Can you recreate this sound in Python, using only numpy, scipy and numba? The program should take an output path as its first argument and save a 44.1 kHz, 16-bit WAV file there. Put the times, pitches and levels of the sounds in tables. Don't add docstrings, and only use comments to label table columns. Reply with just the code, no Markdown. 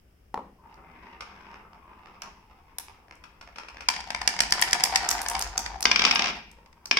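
import sys
import numpy as np
from scipy import signal
from scipy.fft import rfft, irfft
from scipy.io import wavfile
from scipy.ndimage import uniform_filter1d
from numba import njit

SR = 44100
rng = np.random.default_rng(int(sys.argv[2]) if len(sys.argv) > 2 else 0)


def waveform_to_disk(signal):
    frames = np.transpose(np.atleast_2d(signal))
    scaled = np.clip(frames, -1, 1) * 32767
    samples = np.round(scaled).astype(np.int16)
    wavfile.write(sys.argv[1], SR, samples)


N = 308259
TIME = np.arange(N) / SR
TOP_HZ = 16200
BRAKE_S = 0.12
ENTER_S = 0.062

# [f/Hz, level/dB]
HARD_ROLL_COLOUR = [(168, -4), (280, -11), (400, -11), (580, -12.5), (1000, 0), (1350, -6), (2600, -0.5),
                    (4200, -17.5), (5300, -9), (6700, -26), (14000, -45.5)]


def undb(db):
    return 10 ** (np.asarray(db) / 20)


def unit(x):
    return x / np.sqrt(np.mean(x ** 2))


def unit_energy(x):
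    return unit(x) / np.sqrt(x.shape[-1])


def on_log_axis(points, hz):
    at_hz, value = np.transpose(points)
    return np.interp(np.log(hz + 1), np.log(at_hz), value)


def band(x, lo_hz, hi_hz, order=2):
    return signal.sosfilt(signal.butter(order, [lo_hz, hi_hz], "band", fs=SR, output="sos"), x)


def convolve(x, response):
    return signal.fftconvolve(np.atleast_2d(x), np.atleast_2d(response), axes=1)[:, :x.shape[-1]]


def hardness(hz, tilt_db):
    return tilt_db * np.log2(np.clip(hz, 900, 12000) / 2500)


def colour(x, points, tilt_db=0, size=2048):
    hz = np.arange(size // 2 + 1) * SR / size
    db = on_log_axis(points, hz) + hardness(hz, tilt_db)
    below = np.minimum((hz + 10) / points[0][0], 1) ** 4
    cepstrum = irfft(np.log(undb(db) * below))
    cepstrum[1:size // 2] *= 2
    cepstrum[size // 2 + 1:] = 0
    return convolve(x, irfft(np.exp(rfft(cepstrum))))


def two_ears(size, alike_hz):
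    mid, side = rfft(rng.standard_normal((2, size)))
    likeness = 1 / (1 + (np.arange(len(mid)) * SR / size / alike_hz) ** 4)
    mid = mid * np.sqrt(1 + likeness)
    side = side * np.sqrt(1 - likeness)
    return irfft(np.array([mid + side, mid - side]), size)


def crowd(t60, alike_hz, size=4096):
    t = np.arange(size) / SR
    build = 1 - np.exp(-t / (.03 * t60))
    decay = np.exp(-np.log(1000) * t / t60)
    burst = rfft(two_ears(size, alike_hz) * build * decay)
    broad = uniform_filter1d(np.mean(abs(burst) ** 2, axis=0), size=128)
    fade = (1 - t / t[-1]) ** 2
    return unit_energy(irfft(burst / np.sqrt(broad), size) * fade)


def ring(modes, tilt_db, alike_hz, size=4096):
    hz, db, t60 = np.transpose(modes)[:, :, None]
    t = np.arange(size) / SR
    weight, detune, lag = rng.standard_normal((3, len(modes), 1))
    decay = np.exp(-np.log(1000) * t / t60)
    swing = undb(db + 5 * weight + hardness(hz, tilt_db)) / np.sqrt(t60) * decay
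    phase = 2 * np.pi * hz * (1 + .025 * detune) * t
    apart = lag * np.minimum((hz / alike_hz) ** 2, 2) / 2
    sides = [(swing * np.sin(phase + side * apart)).sum(axis=0) for side in (1, -1)]
    return unit_energy(np.array(sides))


def add(track, sound, s):
    start = int(np.clip(s * SR, 0, N - 1))
    track[:, start:start + sound.shape[1]] += sound[:, :N - start]


def strikes(hits, points, t60, alike_hz, modes=None, modes_db=0, size=176):
    out = np.zeros((2, N))
    own = crowd(t60, alike_hz)
    for s, db, tilt_db in hits:
        blow = unit_energy(colour(0.9 * own + crowd(t60, alike_hz), points, tilt_db))
        if modes:
            blow = blow + undb(modes_db) * ring(modes, tilt_db, alike_hz)
        onset_rms = np.sqrt(np.mean(blow[:, :size] ** 2))
        add(out, blow * undb(db) / onset_rms, s)
    return out


def tilted(hits, tilt_db):
    return [(s, db, tilt_db) for s, db in hits]


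def wander(rate):
    hold = int(SR / rate)
    levels = rng.standard_normal(2048)[np.arange(N) // hold % 2048]
    return unit(uniform_filter1d(levels, hold))


def rolling(hum_gain, crackle_gain, points, rate, spread_db, split_hz, lump_db, lump_rate, count=6):
    wood = 0
    lumps = undb(lump_db * np.clip(wander(lump_rate), -2, 1.5))
    for spot in range(count):
        at = rng.random(N) < rate / SR
        size = undb(spread_db * np.minimum(rng.exponential(size=N), 3))
        bumps = at * rng.choice([-1, 1], N) * size
        nearness = (1 + np.cos(2 * np.pi * (2.3 * TIME + spot / count))) ** 2
        wood = wood + convolve(bumps * nearness * lumps, colour(crowd(0.027, 1600), points))
    hum = signal.sosfilt(signal.butter(4, split_hz, fs=SR, output="sos"), wood)
    crackle = band(wood, split_hz, TOP_HZ, order=4)
    return unit(hum) * hum_gain + unit(crackle) * crackle_gain


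def speed(start, end, entry, slow_s):
    return np.interp(TIME, [start, start + ENTER_S, end, end + slow_s], [0, entry, 1, 0])


def loudness(runs, slow_s, power):
    energy = 0
    for start, end, entry, db, *_ in runs:
        energy = energy + (undb(db) * speed(start, end, entry, slow_s) ** power) ** 2
    return np.sqrt(energy)


def jostle(gain, rate, over_db, spread_db, tilt_db, count=120):
    chance = rng.random((count, 3))
    times = np.cumsum(.3 + 1.4 * chance[:, 0]) / rate
    hits = []
    for s, (_, strength, hard) in zip(times, 2 * chance - 1):
        if s < TIME[-1] and gain[int(s * SR)] > 0:
            roll_db = 20 * np.log10(gain[int(s * SR)])
            hits.append((s, roll_db + over_db + spread_db * strength, tilt_db + 3 * hard))
    return hits


def bounces(s, flight_s, kept, db, fade_db, count=16):
    hops = []
    for k in range(count):
        hops.append((s, db - fade_db * k, 2 - 0.22 * k))
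        s += flight_s * kept ** k
    return [hop for hop in hops if hop[0] < TIME[-1]]


@njit
def moving_low_pass(x, edge_hz):
    y, b, l = np.empty(len(x)), 0., 0.
    for i in range(len(x)):
        g = np.tan(np.pi * edge_hz[i] / SR)
        v = (b + g * (x[i] - l)) / (1 + g * (g + 1))
        y[i] = l + g * v
        b, l = 2 * v - b, 2 * y[i] - l
    return y


def hush():
    # [f/Hz, level/dB per Hz]
    hush_density = [(25, -7.5), (60, 0.5), (125, -13.5), (340, -17), (960, -28), (2900, -31.5), (4100, -43),
                    (5200, -33.5), (6500, -42.5), (15500, -40.5)]
    hz = np.arange(N // 2 + 1) * SR / N
    noise = irfft(rfft(two_ears(N, 380)) * undb(on_log_axis(hush_density, hz)), N)
    return undb(-59) * unit(noise)


def lever():
    # [t/s, level/dB]
    lever_knocks = [(0.3422, -24), (0.3762, -27.5), (0.3932, -35)]
    # [f/Hz, level/dB]
    lever_body = [(170, -19), (300, -18), (520, -4.5), (850, -1.5), (1300, -7), (1650, -18), (5200, -34),
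                  (15000, -47)]
    # [f/Hz, level/dB, t60/s]
    lever_mode = [(874, 0, .013)]
    rebound_dull_db = 3.5
    hits = [(s, db, -rebound_dull_db * k) for k, (s, db) in enumerate(lever_knocks)]
    return strikes(hits, lever_body, t60=0.017, alike_hz=1940, modes=lever_mode, modes_db=0)


def rails():
    # [start/s, end/s, entry speed/share of final, final level/dB, resonance/Hz]
    stretches = [(0.572, 0.714, 0.25, -60, 900), (0.77, 1.125, 0.47, -56.5, 1940),
                 (1.234, 1.552, 1, -55.5, 1580), (1.606, 2.174, 0.41, -59.5, 1130),
                 (2.25, 2.936, 1, -66.5, 850), (3, 3.88, 0.14, -65.5, 1900)]
    # [t/s, level/dB]
    joint_knocks = [(1.2065, -33), (2.2195, -35.5), (2.2573, -49), (3.238, -42.5), (3.4112, -41),
                    (3.5585, -41), (3.583, -33.5), (3.6844, -37.5), (3.8059, -35.5)]
    # [t/s, level/dB]
    thin_ticks = [(1.5135, -46), (1.542, -41.5), (1.732, -48.5), (2.058, -45.5), (2.8832, -42),
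                  (3.0825, -52.5), (3.1102, -41), (3.4748, -43), (3.6344, -40.5), (3.745, -46.5),
                  (3.7694, -38.5)]
    # [f/Hz, level/dB]
    rail_body = [(150, -17), (500, -4.5), (1000, 3.5), (1800, 1.5), (2700, 0.5), (3900, -11.5), (5300, -4),
                 (7000, -19.5), (10000, -26), (15000, -42)]
    slow_edge_hz, fast_edge_hz = 1000, 6440
    ring_db, ring_ratio = -0.5, 1.117

    hum = loudness(stretches, BRAKE_S, power=0.16)
    crackle = undb(-4.5) * loudness(stretches, BRAKE_S, power=0.85)
    roll = rolling(hum, crackle, HARD_ROLL_COLOUR, rate=190, spread_db=5, split_hz=1174,
                   lump_db=2.5, lump_rate=55)
    paces = [speed(start, end, entry, BRAKE_S) for start, end, entry, *_ in stretches]
    rings = 0
    for pace, (*_, hz) in zip(paces, stretches):
        rings = rings + np.sqrt(pace) * band(roll, hz / ring_ratio, hz * ring_ratio, order=1)
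    edge_hz = slow_edge_hz * (fast_edge_hz / slow_edge_hz) ** np.max(paces, axis=0)
    roll = np.array([moving_low_pass(side, edge_hz) for side in roll + undb(ring_db) * rings])

    grain = jostle(crackle, rate=26, over_db=-5.5, spread_db=10, tilt_db=0.5)
    last_stretch = loudness(stretches[-1:], BRAKE_S, power=0.93)
    queue = jostle(last_stretch, rate=26, over_db=9, spread_db=7.5, tilt_db=-1)
    knocks = strikes(tilted(joint_knocks, tilt_db=1.7), rail_body, t60=0.039, alike_hz=856)
    light = tilted(thin_ticks, tilt_db=-2) + grain + queue
    return roll + knocks + strikes(light, rail_body, t60=0.012, alike_hz=1510)


def hard_clicks():
    # [t/s, level/dB, hump/Hz]
    clicks = [(0.742, -57.5, 4940), (2.2192, -36.5, 5550), (2.784, -27, 10700), (3.1536, -58, 8140),
              (4.5072, -29, 5500), (4.6144, -20.5, 10100), (4.7093, -28, 5220), (4.8382, -21.5, 10880),
              (5.089, -17, 6800), (5.107, -25.5, 11200), (5.112, -18, 6200), (5.216, -27.5, 9700),
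              (5.2847, -22.5, 7800), (5.2983, -26.5, 9700), (5.3924, -26.5, 10230), (5.412, -26.5, 5600),
              (5.423, -23, 6130), (5.5776, -17.5, 6060), (5.8064, -31.5, 9730), (5.8264, -21.5, 5400),
              (6.15, -35, 9530), (6.514, -51, 7800), (6.8564, -32.5, 5230)]
    # [f/Hz, level/dB]
    click_body = [(200, -13), (900, -1.5), (3700, -5), (5400, 1), (7500, -6.5), (12500, -7.5),
                  (16000, -15.5)]
    out = np.zeros((2, N))
    hz = np.geomspace(200, TOP_HZ, num=60)
    for s, db, contact_hz in clicks:
        hump_db = 11 * np.exp(-(np.log2(hz / contact_hz) / .45) ** 2)
        points = np.column_stack([hz, on_log_axis(click_body, hz) + hump_db])
        out += strikes([(s, db, 0)], points, t60=0.016, alike_hz=900)
    return out


def drumming():
    # [t/s, level/dB]
    drum_curve = [(3.6, -62.5), (4.2, -52), (4.8, -53), (5.4, -43), (6.0, -51.5), (6.6, -53)]
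    t, db = np.transpose(drum_curve)
    outside_s = np.maximum(t[0] - TIME, 0) + np.maximum(TIME - t[-1], 0)
    gain = undb(np.interp(TIME, t, db)) * np.exp(-outside_s / 0.022)
    return unit(band(rng.standard_normal(N), 44.6, 63.3)) * gain


def tray():
    # [t/s, tilt/dB per octave, roll level/dB]
    falls = [(3.8865, 2, -45), (4.2757, 4.5, -49), (4.4043, 3.5, -45.5), (4.5227, 4, -41),
             (4.6225, 3, -44.5), (4.7303, 3.5, -47), (4.8372, 7.5, -49), (4.9577, 4.5, -39.5)]
    # [t/s, level/dB]
    wall_bumps = [(3.938, -30), (3.9635, -29), (4.004, -34), (4.104, -24.5), (4.1472, -22), (4.2156, -24.5),
                  (4.338, -36), (4.3649, -31), (4.3898, -21.5), (4.4343, -25), (4.5945, -25), (4.6818, -30),
                  (4.7987, -28), (4.806, -23.5), (4.8561, -25), (4.9485, -27.5), (5.1796, -31),
                  (5.1901, -30), (5.262, -25.5), (5.3513, -22.5), (5.366, -31), (5.6616, -26.5),
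                  (6.66, -52.5), (6.728, -53)]
    # [start/s, end/s, entry speed/share of final, final level/dB]
    side_runs = [(5.88, 6.29, 0.48, -38.5)]
    # [f/Hz, level/dB]
    tray_body = [(150, -9), (500, -20), (730, 3.5), (1000, 5), (1130, -10), (1400, -3.5), (1850, 3.5),
                 (3300, -3.5), (4150, -6.5), (4900, 3), (6700, -9), (8700, -13), (16000, -38)]
    # [f/Hz, level/dB, t60/s]
    tray_modes = [(715, -8, 0.066), (830, -7.5, .045), (953, 2, 0.046), (1794, 8, 0.034), (1924, 6, 0.035),
                  (2300, 8, 0.069), (5053, 8, 0.014)]
    # [f/Hz, level/dB]
    tray_roll = [(170, -16), (560, -17), (670, -4), (820, 2), (990, -1.5), (1200, -9.5), (1900, -6),
                 (4100, -14.5), (4950, -8), (7000, -28), (14000, -37)]
    drop_db = -11.5
    landing_speed, cross_s, settle_s = 0.94, 0.36, 0.71

    crossings = [(s, s + cross_s, landing_speed, db) for s, _, db in falls]
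    side = loudness(side_runs, BRAKE_S, power=0.43)
    hum = undb(-1.1) * loudness(crossings, settle_s, power=0.65) + undb(-1.0) * side
    crackle = undb(-4.5) * loudness(crossings, settle_s, power=1.6) + undb(-4.0) * side
    roll = rolling(hum, crackle, tray_roll, rate=110, spread_db=5.0, split_hz=1310, lump_db=2, lump_rate=40)
    hits = [(s, drop_db, tilt_db) for s, tilt_db, _ in falls] + tilted(wall_bumps, tilt_db=-0.9)
    knocks = strikes(hits, tray_body, t60=0.018, alike_hz=905, modes=tray_modes, modes_db=-7.0)
    chatter = jostle(crackle, rate=49, over_db=6.0, spread_db=5.5, tilt_db=-1.0, count=300)
    rattle = strikes(chatter, tray_body, t60=0.0074, alike_hz=914)
    return knocks + rattle + roll


def table():
    # [first landing/s, first flight/s, speed kept/share, level/dB, loss per bounce/dB]
    spills = [(5.8538, .0598, .758, -10, 1.65), (6.0502, .0603, .77, -11.3, 2.0),
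              (6.9113, .0591, .76, -12, 1)]
    # [start/s, end/s, entry speed/share of final, final level/dB]
    table_runs = [(6.3, 6.95, 0.95, -62.5)]
    # [f/Hz, level/dB]
    table_body = [(170, -8.5), (680, -11.5), (1050, 1), (1350, -6.5), (2450, 1.5), (3300, -2), (4200, -9.5),
                  (5300, 0.5), (6800, -19), (9500, -38.5), (16000, -62)]
    # [f/Hz, level/dB, t60/s]
    table_modes = [(1057, -1.5, .06), (1590, 1.5, 0.076), (2340, 7, 0.045), (2730, 1.5, 0.042),
                   (3730, -4.5, 0.22), (4860, 4.5, 0.022)]
    hops = [hop for spill in spills for hop in bounces(*spill)]
    knocks = strikes(hops, table_body, t60=0.025, alike_hz=897, modes=table_modes, modes_db=-6.0)
    gain = loudness(table_runs, BRAKE_S, power=0.97)
    roll = rolling(gain, undb(-9.5) * gain, HARD_ROLL_COLOUR, rate=240, spread_db=6.0, split_hz=1020,
                   lump_db=-2.5, lump_rate=26)
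    return knocks + roll


def room(x, size=32768):
    # [f/Hz, t60/s]
    decay_t60 = [(150, 0.75), (900, 0.32), (2500, 0.56), (5500, 0.47), (12000, 0.22)]
    # [delay/s, level/dB]
    near_echoes = [(0.0126, -4), (.0188, -9.5), (.026, -15.5)]
    t = np.arange(size) / SR
    hz, s, cells = signal.stft(two_ears(size, 850), SR, nperseg=256)
    fade = np.exp(-np.log(1000) * s / on_log_axis(decay_t60, hz)[:, None])
    diffuse = signal.istft(cells * fade, SR)[1][:, :size]
    tail = unit_energy(diffuse * (t > .011))
    for delay_s, db in near_echoes:
        add(tail, undb(db) * crowd(0.0034, 850), delay_s)
    tone = [(120, -10.5), (170, 6.5), (260, 4.5), (900, 3.0), (5500, -3.5), (15000, 0.5)]  # f/Hz, level/dB
    return convolve(x, unit_energy(colour(tail, tone)))


def scene():
    # [t/s, left minus right/dB]
    swing_pan = [(1.7, -0.1), (2.3, -2.8), (3.1, 1.36)]
    # sound, direct level/dB, room level/dB
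    parts = [(lever(), 0, -9.5), (rails(), -1, -3.5), (hard_clicks(), 0, -5.5),
             (tray(), -.5, -8.4), (table(), 0, -7.3)]
    direct = sum(x * undb(direct_db) for x, direct_db, _ in parts)
    send = sum(x * undb(room_db) for x, _, room_db in parts)
    table_hum = undb(11.5) * band(send.mean(axis=0), 167.0, 168, order=1)
    pan_db = np.interp(TIME, *np.transpose(swing_pan))
    panned = direct * undb(np.array([pan_db, -pan_db]) / 2)
    return panned + room(send) + table_hum + drumming() + hush()


def record(dry):
    # f/Hz, left minus right/dB
    balance = [(60, 2.4), (200, 1), (2500, 2.2), (5200, -2.8), (9000, 1.5), (14000, -.5)]
    balance_db = on_log_axis(balance, np.arange(N // 2 + 1) * SR / N)
    heard = irfft(rfft(dry) * undb(np.array([balance_db, -balance_db]) / 2), N)
    top_cut = signal.ellip(8, .2, 70, TOP_HZ, fs=SR, output="sos")
    return signal.sosfilt(top_cut, np.clip(heard, -1, 1))


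dry = scene()
out = record(dry)
waveform_to_disk(out)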